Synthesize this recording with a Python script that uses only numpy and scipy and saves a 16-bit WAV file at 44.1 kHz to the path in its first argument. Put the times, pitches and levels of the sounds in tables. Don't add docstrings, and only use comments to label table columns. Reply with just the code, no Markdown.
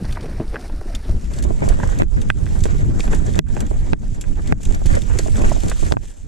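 import sys
import numpy as np
from scipy import signal
from scipy.io import wavfile
from scipy.ndimage import minimum_filter1d

SR = 44100
rng = np.random.default_rng(int(sys.argv[2]) if len(sys.argv) > 2 else 0)


def inscribe(sig):
    pcm = np.round(np.clip(np.atleast_2d(sig).T, -1, 1) * 32767)
    wavfile.write(sys.argv[1], SR, pcm.astype(np.int16))


N = 276507

# (time [s], level [dB], jangle centre [Hz])
TWIG_CRACKLES = [(0.051, -36, 4750), (0.1096, -33, 3800), (0.1239, -22.5, 3500), (0.1494, -35, 3720),
                 (0.2085, -29, 3480), (0.2274, -36, 3490), (0.2567, -43, 4700), (0.329, -41, 4910),
                 (0.4775, -36, 3820), (0.609, -33.5, 4900), (0.7228, -39, 4570), (0.9494, -18, 4560),
                 (1.093, -34.5, 4540), (1.3359, -26.5, 6850), (1.3865, -25.5, 6700), (1.4246, -22, 7200),
                 (1.4375, -25, 7600), (1.528, -40, 11000), (1.6875, -17.5, 7200), (1.828, -30, 3620),
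                 (1.837, -31.5, 6170), (1.8727, -27.5, 7020), (1.9866, -22.5, 7390), (2.0198, -14, 3300),
                 (2.031, -15.5, 8200), (2.1104, -41, 7400), (2.2153, -25.5, 5800), (2.287, -36, 6820),
                 (2.3003, -17.5, 3200), (2.4563, -34, 6910), (2.604, -27.5, 7000), (2.6365, -17, 6360),
                 (2.655, -29, 7590), (2.994, -26, 6660), (3.0036, -23, 3660), (3.052, -30, 6670),
                 (3.113, -33, 7000), (3.128, -29, 7000), (3.1474, -24, 6460), (3.263, -33, 6760),
                 (3.3358, -29, 3470), (3.3543, -24.5, 3450), (3.484, -29, 7470), (3.548, -32, 7400),
                 (3.604, -19, 7660), (3.6656, -32.5, 7720), (3.932, -26, 3240), (4.211, -20.5, 7800),
                 (4.473, -27, 6990), (4.523, -21, 3640), (4.6307, -26, 7600), (4.6512, -23, 6300),
                 (4.689, -39, 7280), (4.7461, -24, 7500), (4.8576, -22, 7040), (4.863, -27, 7610),
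                 (4.8824, -40, 3520), (4.9092, -35, 7730), (4.9322, -39, 6880), (4.9507, -19.5, 6050),
                 (5.018, -24, 3480), (5.1872, -12, 7000), (5.247, -34, 10500), (5.2717, -25, 6900),
                 (5.303, -38, 7000), (5.3557, -30, 6160), (5.3673, -24.5, 6650), (5.3906, -29, 3480),
                 (5.4181, -27, 7350), (5.4939, -27, 7300), (5.6022, -26.5, 7900), (5.6335, -24.5, 7760),
                 (5.6814, -24, 7320), (5.697, -17, 7900), (5.8651, -28, 7370), (5.9213, -6, 3350)]
# (time [s], two-microphone share [0..1])
STEREO_WIDTH = [(1.06, 0.00072), (1.2, 0.44), (1.42, 0.98)]


def wind(bump_db):
    # (time [s], deep level [dB], upper level [dB], left minus right [dB])
    gusts = [(0.0, -33, -15, 0.0), (0.03, -16, -28, -5.5), (0.16, -16, -36, 5.5), (0.21, -25, -31, -7),
             (0.49, -19, -36.5, -1), (0.63, -27, -40, 0), (0.89, -22, -51, -3), (1.06, -26, -48, 4),
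             (1.1, -15, -26.5, 4), (1.19, -24.5, -35, 4), (1.48, -17, -24, -5), (1.66, -14.5, -24.5, -3.5),
             (1.73, -13.5, -30.5, -8.5), (1.87, -16.5, -23, -1.5), (1.9, -11.5, -28.5, -9),
             (2.01, -19.5, -20, 4), (2.04, -10.5, -24.5, -11), (2.13, -20.5, -48, -10),
             (2.18, -19, -24, -1.5), (2.78, -15.5, -27.5, -7.5), (2.81, -12.5, -18.5, 0),
             (3.0, -20, -22, 0), (3.04, -15, -42, -8), (3.12, -15, -24.5, -4.5), (3.39, -19.5, -23, -5),
             (3.42, -27, -41, -5), (3.46, -14, -33, -16.5), (3.56, -20.5, -23.5, 0.5), (3.72, -16, -29, -7),
             (3.98, -23.5, -29, 2), (4.43, -17, -29.5, -4), (4.52, -19, -20.5, 2), (4.61, -22.5, -29.5, 1),
             (4.7, -16, -23, -11), (4.8, -19.5, -32.5, -3), (4.94, -13.5, -31.5, -9),
             (4.99, -14.5, -46, -9.5), (5.03, -28, -27.5, -11), (5.12, -14.5, -37.5, -12.5),
             (5.2, -18, -27.5, -6.5), (5.29, -14.5, -27.5, -8), (5.48, -18, -27, -3), (5.52, -20, -24, -15),
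             (5.55, -16.5, -33, -7), (5.61, -21, -40, -10), (5.66, -18, -20, 0.5), (5.71, -18.5, -38, -2.5),
             (5.92, -16, -28.5, -9.5), (5.95, -21, -15.5, -10), (5.99, -17, -26.5, -10),
             (6.15, -36.5, -59, 1), (6.27, -26.5, -30.5, -8)]
    # (frequency [Hz], level [dB])
    spectrum = [(8.8, -6), (15, 7), (28, 4.5), (81, -5.5), (230, -19), (408, -33.5), (530, -43), (600, -43),
                (780, -57)]
    split_hz, buffet_db, sway_db = 87, 2.0, 1.5
    lift_db = 0.18 * bump_db + buffet_db * drift(per_s=6.7)
    deep_db, upper_db, pan_db = in_time(gusts)
    pan_db = pan_db + sway_db * drift(per_s=3.9)
    air = [coloured(rng.standard_normal((2, N)), spectrum, flicker_db=2.0, per_s=10.6) for _ in range(2)]
    deep = rms_one(butter(air, 3, split_hz, "low"))
    upper = rms_one(butter(air, 3, split_hz, "high"))
    port_gains = from_db(lift_db + np.array([pan_db, -pan_db]) / 2)
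    return port_gains * (from_db(deep_db) * deep + from_db(upper_db) * upper)


def knocks(rumble_db):
    # (time [s], alike level [dB], opposed level [dB], centre [Hz], reach [octaves])
    hard = [(0.045, -19.5, -16, 950, 1.15), (0.257, -25, -32, 594, 2.3), (0.4, -12.5, -35, 482, 1.3),
            (0.415, -20, -22, 506, 0.96), (0.543, -16, -11, 960, 1.2), (0.558, -9.5, -14, 1280, 0.76),
            (0.645, -24, -36, 800, 0.29), (0.697, -25, -34, 840, 1.1), (0.812, -19.5, -34, 770, 0.92),
            (0.951, -30, -31, 1900, 1.2), (1.09, -22, -34, 450, 1.1), (1.451, -18.5, -8.5, 533, 0.94),
            (1.506, -17, -8, 540, 0.8), (1.621, -15, -3.5, 443, 1.34), (1.637, -22, -7, 500, 0.91),
            (1.679, -22, -5, 534, 1.1), (1.7, -19, -11, 520, 0.64), (1.8, -13, -24, 1040, 0.62),
            (1.833, -8, -32, 900, 0.84), (1.862, -18.5, -20, 1000, 0.64), (1.89, -18, -20, 1190, .8),
            (1.921, -24, -16, 890, 0.6), (2.0201, 8.5, 20, 1560, 1.64), (2.032, -2.5, 12, 1500, 1),
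            (2.3016, 12.5, 7, 1870, 0.88), (2.465, -21.5, -23, 1850, 1.1), (2.655, -15, -3, 830, 2.1),
            (2.996, -20, -21, 700, 1.3), (3.007, -13.5, -28, 2270, 0.29), (3.078, -19.5, -20, 870, 2.2),
            (3.132, -11, -33, 1020, 1.37), (3.262, -23, -22, 1600, 0.3), (3.28, -13, -27, 454, 0.33),
            (3.346, -19.5, -22, 1700, 0.53), (3.391, 27.5, 28, 2660, 1.23), (3.377, -28, -14, 2000, .6),
            (3.465, -17, -13, 1620, 0.68), (3.566, -15.5, -12, 806, 1.6), (3.603, -40, -13, 3630, 1),
            (3.712, -18.5, -7, 477, 0.96), (3.933, 7, 21, 1390, 1.38), (4.24, -22.5, -27, 1770, 0.57),
            (4.5239, 14, 21, 1050, 0.85), (4.71, -28, -10, 350, 1.9), (4.855, -21.5, -17, 310, 2.2),
            (5.098, -19, -32, 1090, 0.85), (5.113, -20.5, -43, 1180, 1.4), (5.154, -18.5, -23, 402, 0.51),
            (5.188, -19, -22, 1500, 1), (5.191, -10, -19, 526, 0.51), (5.261, -15, -8, 605, 0.53),
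            (5.282, -19, -8, 544, 1.37), (5.41, -15.5, -34, 503, 0.79), (5.418, -13, -36, 600, 0.84),
            (5.419, -15.5, -35, 2570, 0.24), (5.516, -3, -18, 775, 0.51), (5.563, -19.5, -8, 634, 0.5),
            (5.635, -19, -9, 453, 1.2), (5.665, -18.5, -10, 576, 0.71), (5.715, -14.5, -38, 1250, 1.16),
            (5.827, -17.5, -9, 523, 1.03), (5.912, -12, -7, 720, 0.34), (5.9225, 14, 20.5, 1000, 0.79),
            (5.939, -7, 9, 900, 0.71), (5.969, -9, 12, 1280, 1.03)]
    # (frequency [Hz], level [dB], t60 [s])
    modes = [(152.5, 6.5, 0.14), (208, 7.5, 0.051), (323, 3.5, 0.052), (415.5, 3.5, 0.033),
             (565, 1.5, 0.018), (639, 0.5, 0.027), (792, -1, 0.017), (940, 1.5, 0.012), (1105, 2, 0.0081),
             (1581, -1, 0.015), (1995, -3.5, 0.014), (2525, -1, 0.011), (3420, -2.5, 0.0089),
             (4240, -13, .006), (5850, 0, 0.0046), (7200, -20, .005)]
    rattle_hz, opposed_hz, db_per_octave, shove_s = 563, 650, 38, 0.0001
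    rebound_s, rebound_db, rebound_cap_db = 0.009, -6.5, -15
    s, db = scattered(per_s=8, level_db=rumble_db + 10, spread_db=5)
    rattles = [s, db, db + 12.5, rattle_hz * 2 ** rng.normal(0, 0.76, len(s)), np.full(len(s), 0.7)]
    s, alike_db, opposed_db, centre_hz, octaves = np.hstack([np.transpose(hard), rattles])
    s = np.append(s, s + rebound_s * rng.uniform(0.225, 1, len(s)))
    alike_db = np.append(alike_db, np.minimum(alike_db + rebound_db, rebound_cap_db))
    opposed_db = np.append(opposed_db, np.minimum(opposed_db + rebound_db, rebound_cap_db))
    centre_hz, octaves = np.tile(centre_hz, 2), np.tile(octaves, 2)
    shove_hz = opposed_hz * 2 ** (opposed_db / db_per_octave)
    scatter_db = 3.05 * rng.standard_normal((len(s), len(modes), 2))
    direction = rng.choice([-1, 1], len(s))
    alike, opposed = np.zeros((2, N))
    for k, (hz, mode_db, t60_s) in enumerate(modes):
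        strike_db = alike_db - 9.5 + np.maximum(-6 * (np.log2(hz / centre_hz) / octaves) ** 2, -36)
        shove_db = opposed_db - 12.5 + np.maximum(-18 * np.log2(hz / shove_hz) ** 2, -36)
        strikes = impulses(s, (-1) ** k * from_db(strike_db + mode_db + scatter_db[:, k, 0]))
        shoves = impulses(s, direction * from_db(shove_db + mode_db + scatter_db[:, k, 1]))
        shoves = smooth(smooth(shoves, shove_s), shove_s)
        alike += ring(strikes, hz, t60_s)
        opposed += ring(shoves, hz, t60_s)
    return alike, opposed - 0.34 * alike


def thumps():
    # (time [s], level [dB], pitch [Hz], left minus right [dB])
    jolts = [(0.024, -14.5, 196, 8), (0.096, -22, 124, 0.0), (0.397, -12.5, 123, -1),
             (1.614, -19.5, 119, 9), (1.758, -18, 91.5, -10), (1.833, -10, 109, -8), (2.259, -15, 153, 7),
             (2.297, -15, 137, 1.0), (2.426, -14.5, 91.5, -21), (2.578, -14, 91.5, 0),
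             (2.619, -10, 89.5, 1), (2.74, -14, 117, -6.5), (3.123, -22, 194, 0.5), (3.221, -14.5, 156, 14),
             (3.322, -18, 154, -8), (3.829, -16, 96, -6), (3.929, -13, 161, -18), (4.122, -18, 98, -20),
             (4.522, -6, 156, 19), (4.683, -17, 91.5, -4.5), (4.854, -14, 91.5, -11), (4.92, -17, 135, -6),
             (5.188, -16, 91.5, -6), (5.341, -14.5, 94, -12), (5.498, -24, 116, -1), (5.634, -18.5, 157, 3),
             (5.822, -15.5, 102, 6), (5.92, -8, 129, -1.0)]
    rise_cycles, t60_cycles = 0.24, 7.7
    out, t = np.zeros((2, N + SR)), np.arange(SR // 8) / SR
    for s, db, hz, pan_db in jolts:
        envelope = np.minimum(t * hz / rise_cycles, 1) * from_db(-60 * t * hz / t60_cycles)
        thump = rng.choice([-1, 1]) * envelope * np.sin(2 * np.pi * hz * t)
        start = round(s * SR)
        out[:, start:start + len(t)] += from_db([[db + pan_db / 2], [db - pan_db / 2]]) * thump
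    return out[:, :N]


def rumble(rumble_db):
    # (frequency [Hz], level [dB])
    alike_spectrum = [(120, -5), (200, 0), (692, -15), (835, -17.5), (1160, -23), (1910, -21), (2140, -25),
                      (2480, -35), (4000, -30.5), (5200, -62)]
    opposed_spectrum = [(120, -57), (200, 2), (469, -5), (538, -3), (878, -13.5), (1890, -11.5),
                        (2750, -38), (3480, -62)]
    shake = from_db(3.17 * drift(per_s=14.7))
    fine = shake * grit(per_s=150, spread_db=5.1, grain_s=0.0026, depth=0.24)
    alike = coloured(fine, alike_spectrum, flicker_db=3.0, per_s=9.8)
    coarse = shake * grit(per_s=120, spread_db=14.5, grain_s=0.0071, depth=0.91)
    opposed = coloured(coarse, opposed_spectrum, flicker_db=4.0, per_s=12.0)
    return from_db(rumble_db + 3.5) * alike, from_db(rumble_db + 6.0) * opposed


def crunch(crunch_db):
    # (frequency [Hz], level [dB])
    mono_spectrum = [(1180, 6.5), (2000, -9.5), (2530, 1.5), (3140, -15.5), (4730, 4), (5580, -4.5),
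                     (6140, -4), (7250, -14), (9090, -10.5), (14400, -20), (15300, -32), (16000, -53)]
    alike_spectrum = [(1180, -12.5), (2000, -3), (2140, -6), (2490, -3), (4990, -7.5), (7510, 1.5),
                      (8260, -6), (12900, -24), (13700, -33), (14900, -60), (16000, -63)]
    opposed_spectrum = [(2650, -49), (4500, -37), (5220, 0.5), (7330, 1), (9120, -1), (12900, -16),
                        (14300, -35), (14800, -56), (16000, -58)]
    faint = scattered(per_s=5.1, level_db=crunch_db + 9.5, spread_db=-2)
    s, db = np.hstack([np.transpose(TWIG_CRACKLES)[:2], faint])
    breaks = impulses(s, from_db(db))
    snaps = from_db(-12) * decay(breaks, t60_s=0.0097)
    tails = from_db(-16.5) * decay(breaks, t60_s=0.066)
    bursts = smooth(snaps + tails, tau_s=0.0011)
    bed = grit(per_s=300, spread_db=4.4, grain_s=0.0016, depth=0.37)
    bed *= from_db(crunch_db + 1.67 * drift(per_s=13.0))
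    litter = bed + bursts * rng.standard_normal((2, N))
    litter_rms = np.sqrt(np.mean(litter ** 2))
    width = in_time(STEREO_WIDTH)[0]
    mono = coloured(litter * (1 - width), mono_spectrum, flicker_db=-1.0, per_s=21.0)
    alike = coloured(litter * width, alike_spectrum, flicker_db=2.0, per_s=17.4)
    decorrelated = litter[::-1] * rng.choice([-1, 1], N)
    opposed = coloured(decorrelated, opposed_spectrum, flicker_db=0.5, per_s=21.0)
    mono = port(mono, hz=9100, width_hz=1600, added_db=3.5)
    alike, opposed = port([alike, opposed], hz=7580, width_hz=500, added_db=0)
    return litter_rms * np.array([from_db(-14) * mono + from_db(0.4) * alike, from_db(-4) * opposed])


def chain():
    # (frequency [Hz], level [dB], t60 [s])
    modes = [(3330, 1, 0.0086), (3590, -2.5, 0.021), (4466, -0.5, 0.011), (5150, -7, 0.0068),
             (6030, -4.5, 0.016), (6930, 1, 0.0081), (7680, -6, 0.025), (9660, -3.5, 0.009),
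             (11100, -8, 0.0033), (13000, -5, .004)]
    gain_db, jangle_s = -8, 0.0029
    s, db, centre_hz = np.transpose(TWIG_CRACKLES)
    scatter_db = 2.84 * rng.standard_normal((len(s), len(modes)))
    pole = np.exp(-1 / (jangle_s * SR))
    out = np.zeros(N)
    for k, (hz, mode_db, t60_s) in enumerate(modes):
        off_centre_db = -9 * np.log2(hz / centre_hz) ** 2
        hits = impulses(s, from_db(db + gain_db + mode_db + off_centre_db + scatter_db[:, k]))
        envelope = np.sqrt(1 - pole ** 2) * signal.lfilter([1], [1, -pole], hits)
        out += ring(envelope * rng.standard_normal(N), hz, t60_s)
    return out


def ground():
    # (time [s], rumble level [dB], crunch level [dB])
    trail = [(0.0, -46, -53), (0.12, -38, -54.5), (0.6, -39, -53.5), (1.06, -43, -54), (1.27, -47.5, -55),
             (1.5, -39.5, -53), (1.95, -41.5, -52), (2.08, -48, -59), (2.4, -50, -54.5), (2.83, -46, -55),
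             (3.23, -42.5, -52.5), (3.6, -41, -55.5), (4.1, -51, -58), (4.4, -49, -56.5),
             (4.72, -45.5, -54.5), (5.05, -42, -51.5), (5.62, -45, -48.5), (5.83, -41, -45.5),
             (6.0, -50, -50.5), (6.27, -59, -64)]
    # (time [s], rumble rise [dB], half length [s])
    bumps = [(1.37, 9, 0.093), (1.67, 3.5, 0.091), (1.847, 8.5, 0.13), (2.034, 16.5, 0.076),
             (2.232, 8.5, 0.14), (2.657, 10, 0.24), (3.043, 10, 0.19), (3.137, 15.5, 0.075),
             (3.273, 12, 0.038), (3.386, 13, 0.066), (3.454, 3.5, 0.027), (3.95, 13, 0.075),
             (4.257, 7.5, 0.092), (4.52, 10, 0.17), (4.929, 15, 0.12), (5.2, 7, 0.16), (5.464, 13, 0.15),
             (5.702, 7.5, 0.077)]
    rumble_db, crunch_db = in_time(trail)
    t = np.arange(N) / SR
    bump_db = np.max([db * np.maximum(1 - np.abs(t - s) / half_s, 0) for s, db, half_s in bumps], axis=0)
    return rumble_db + bump_db, crunch_db + 0.48 * bump_db, bump_db


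def port(x, hz, width_hz, added_db):
    r = np.exp(-np.pi * width_hz / SR)
    poles = [1, -2 * r * np.cos(2 * np.pi * hz / SR), r * r]
    return x + from_db(added_db) * (1 - r * r) / 2 * signal.lfilter([1, 0, -1], poles, x)


def ring(x, hz, t60_s):
    r, w = from_db(-60 / (t60_s * SR)), 2 * np.pi * hz / SR
    return signal.lfilter([0, np.sin(w)], [1, -2 * r * np.cos(w), r * r], x)


def grit(per_s, spread_db, grain_s, depth):
    crushed = (rng.random(N) < per_s / SR) * from_db(spread_db * np.minimum(rng.exponential(1, N), 4))
    grains = smooth(crushed + 1e-18, grain_s)
    return (1 + depth * rms_one(grains)) * rng.standard_normal((2, N))


def coloured(pair, spectrum, flicker_db, per_s):
    hz, db = np.transpose(spectrum)
    edges_hz = hz[0] * 2 ** np.arange(0, np.log2(hz[-1] / hz[0]) + .01, 1 / 3)
    out = np.zeros(N)
    for k, (low, high) in enumerate(zip(edges_hz, edges_hz[1:])):
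        band_db = np.interp(np.log(low * high) / 2, np.log(hz), db) + flicker_db * drift(per_s)
        out += from_db(band_db) * butter(pair[k % 2], 2, [low, high], "band")
    return rms_one(out)


def drift(per_s):
    hop, settle = 40, 2000
    r = np.exp(-2 * np.pi * hop * per_s / SR)
    slow = signal.lfilter([1], [1, -2 * r, r * r], rng.standard_normal(N // hop + settle + 2))[settle:]
    return np.interp(np.arange(N) / hop, np.arange(len(slow)), rms_one(slow))


def scattered(per_s, level_db, spread_db):
    count = round(per_s * N / SR)
    s = rng.uniform(0, (N - 1) / SR, count)
    return s, level_db[(s * SR).astype(int)] + spread_db * rng.standard_normal(count)


def impulses(s, heights):
    out = np.full(N, 1e-18)
    out[np.minimum(np.round(s * SR).astype(int), N - 1)] = heights
    return out


def decay(x, t60_s):
    return signal.lfilter([1], [1, -from_db(-60 / (t60_s * SR))], x)


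def smooth(x, tau_s):
    r = np.exp(-1 / (tau_s * SR))
    return signal.lfilter([1 - r], [1, -r], x)


def butter(x, order, hz, kind):
    return signal.sosfilt(signal.butter(order, hz, kind, fs=SR, output="sos"), x)


def in_time(rows):
    s, *columns = np.transpose(rows)
    return [np.interp(np.arange(N) / SR, s, column) for column in columns]


def from_db(db):
    return 10 ** (np.asarray(db) / 20)


def rms_one(x):
    return x / np.sqrt(np.mean(x ** 2) + 1e-20)


def limiter(mix):
    limit_db, split_hz, bass_share = -1.5, 314, 0.36
    look_ahead_s, attack_s, hold_s, release_db_per_s = 0.0014, 0.0011, 0.029, 304
    bass = butter(mix, 2, split_hz, "low")
    upper = mix - bass
    over_db = 20 * np.log10(np.abs(upper).max(0) + 1e-9) - limit_db
    held_db = -minimum_filter1d(-over_db, round((hold_s + look_ahead_s) * SR))
    n = np.arange(N)
    ramp_db = release_db_per_s * n / SR
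    released_db = np.maximum(np.maximum.accumulate(held_db + ramp_db) - ramp_db, 0)
    duck_db = np.interp(n - (hold_s - look_ahead_s) * SR / 2, n, smooth(released_db, attack_s))
    return upper * from_db(-duck_db) + bass * from_db(-bass_share * duck_db)


def scene():
    rumble_db, crunch_db, bump_db = ground()
    alike, opposed = np.array(rumble(rumble_db)) + crunch(crunch_db) + knocks(rumble_db)
    alike = alike + chain()
    return wind(bump_db) + thumps() + [alike + opposed, alike - opposed]


def record(dry):
    ceiling, cutoff_hz = 0.97, 16400
    mid = (dry[0] + dry[1]) / 2
    side = (dry[0] - dry[1]) / 2 * in_time(STEREO_WIDTH)[0]
    clipped = np.clip(limiter(np.array([mid + side, mid - side])), -ceiling, ceiling)
    return signal.sosfilt(signal.cheby2(12, 70, cutoff_hz, fs=SR, output="sos"), clipped)


dry = scene()
out = record(dry)
inscribe(out)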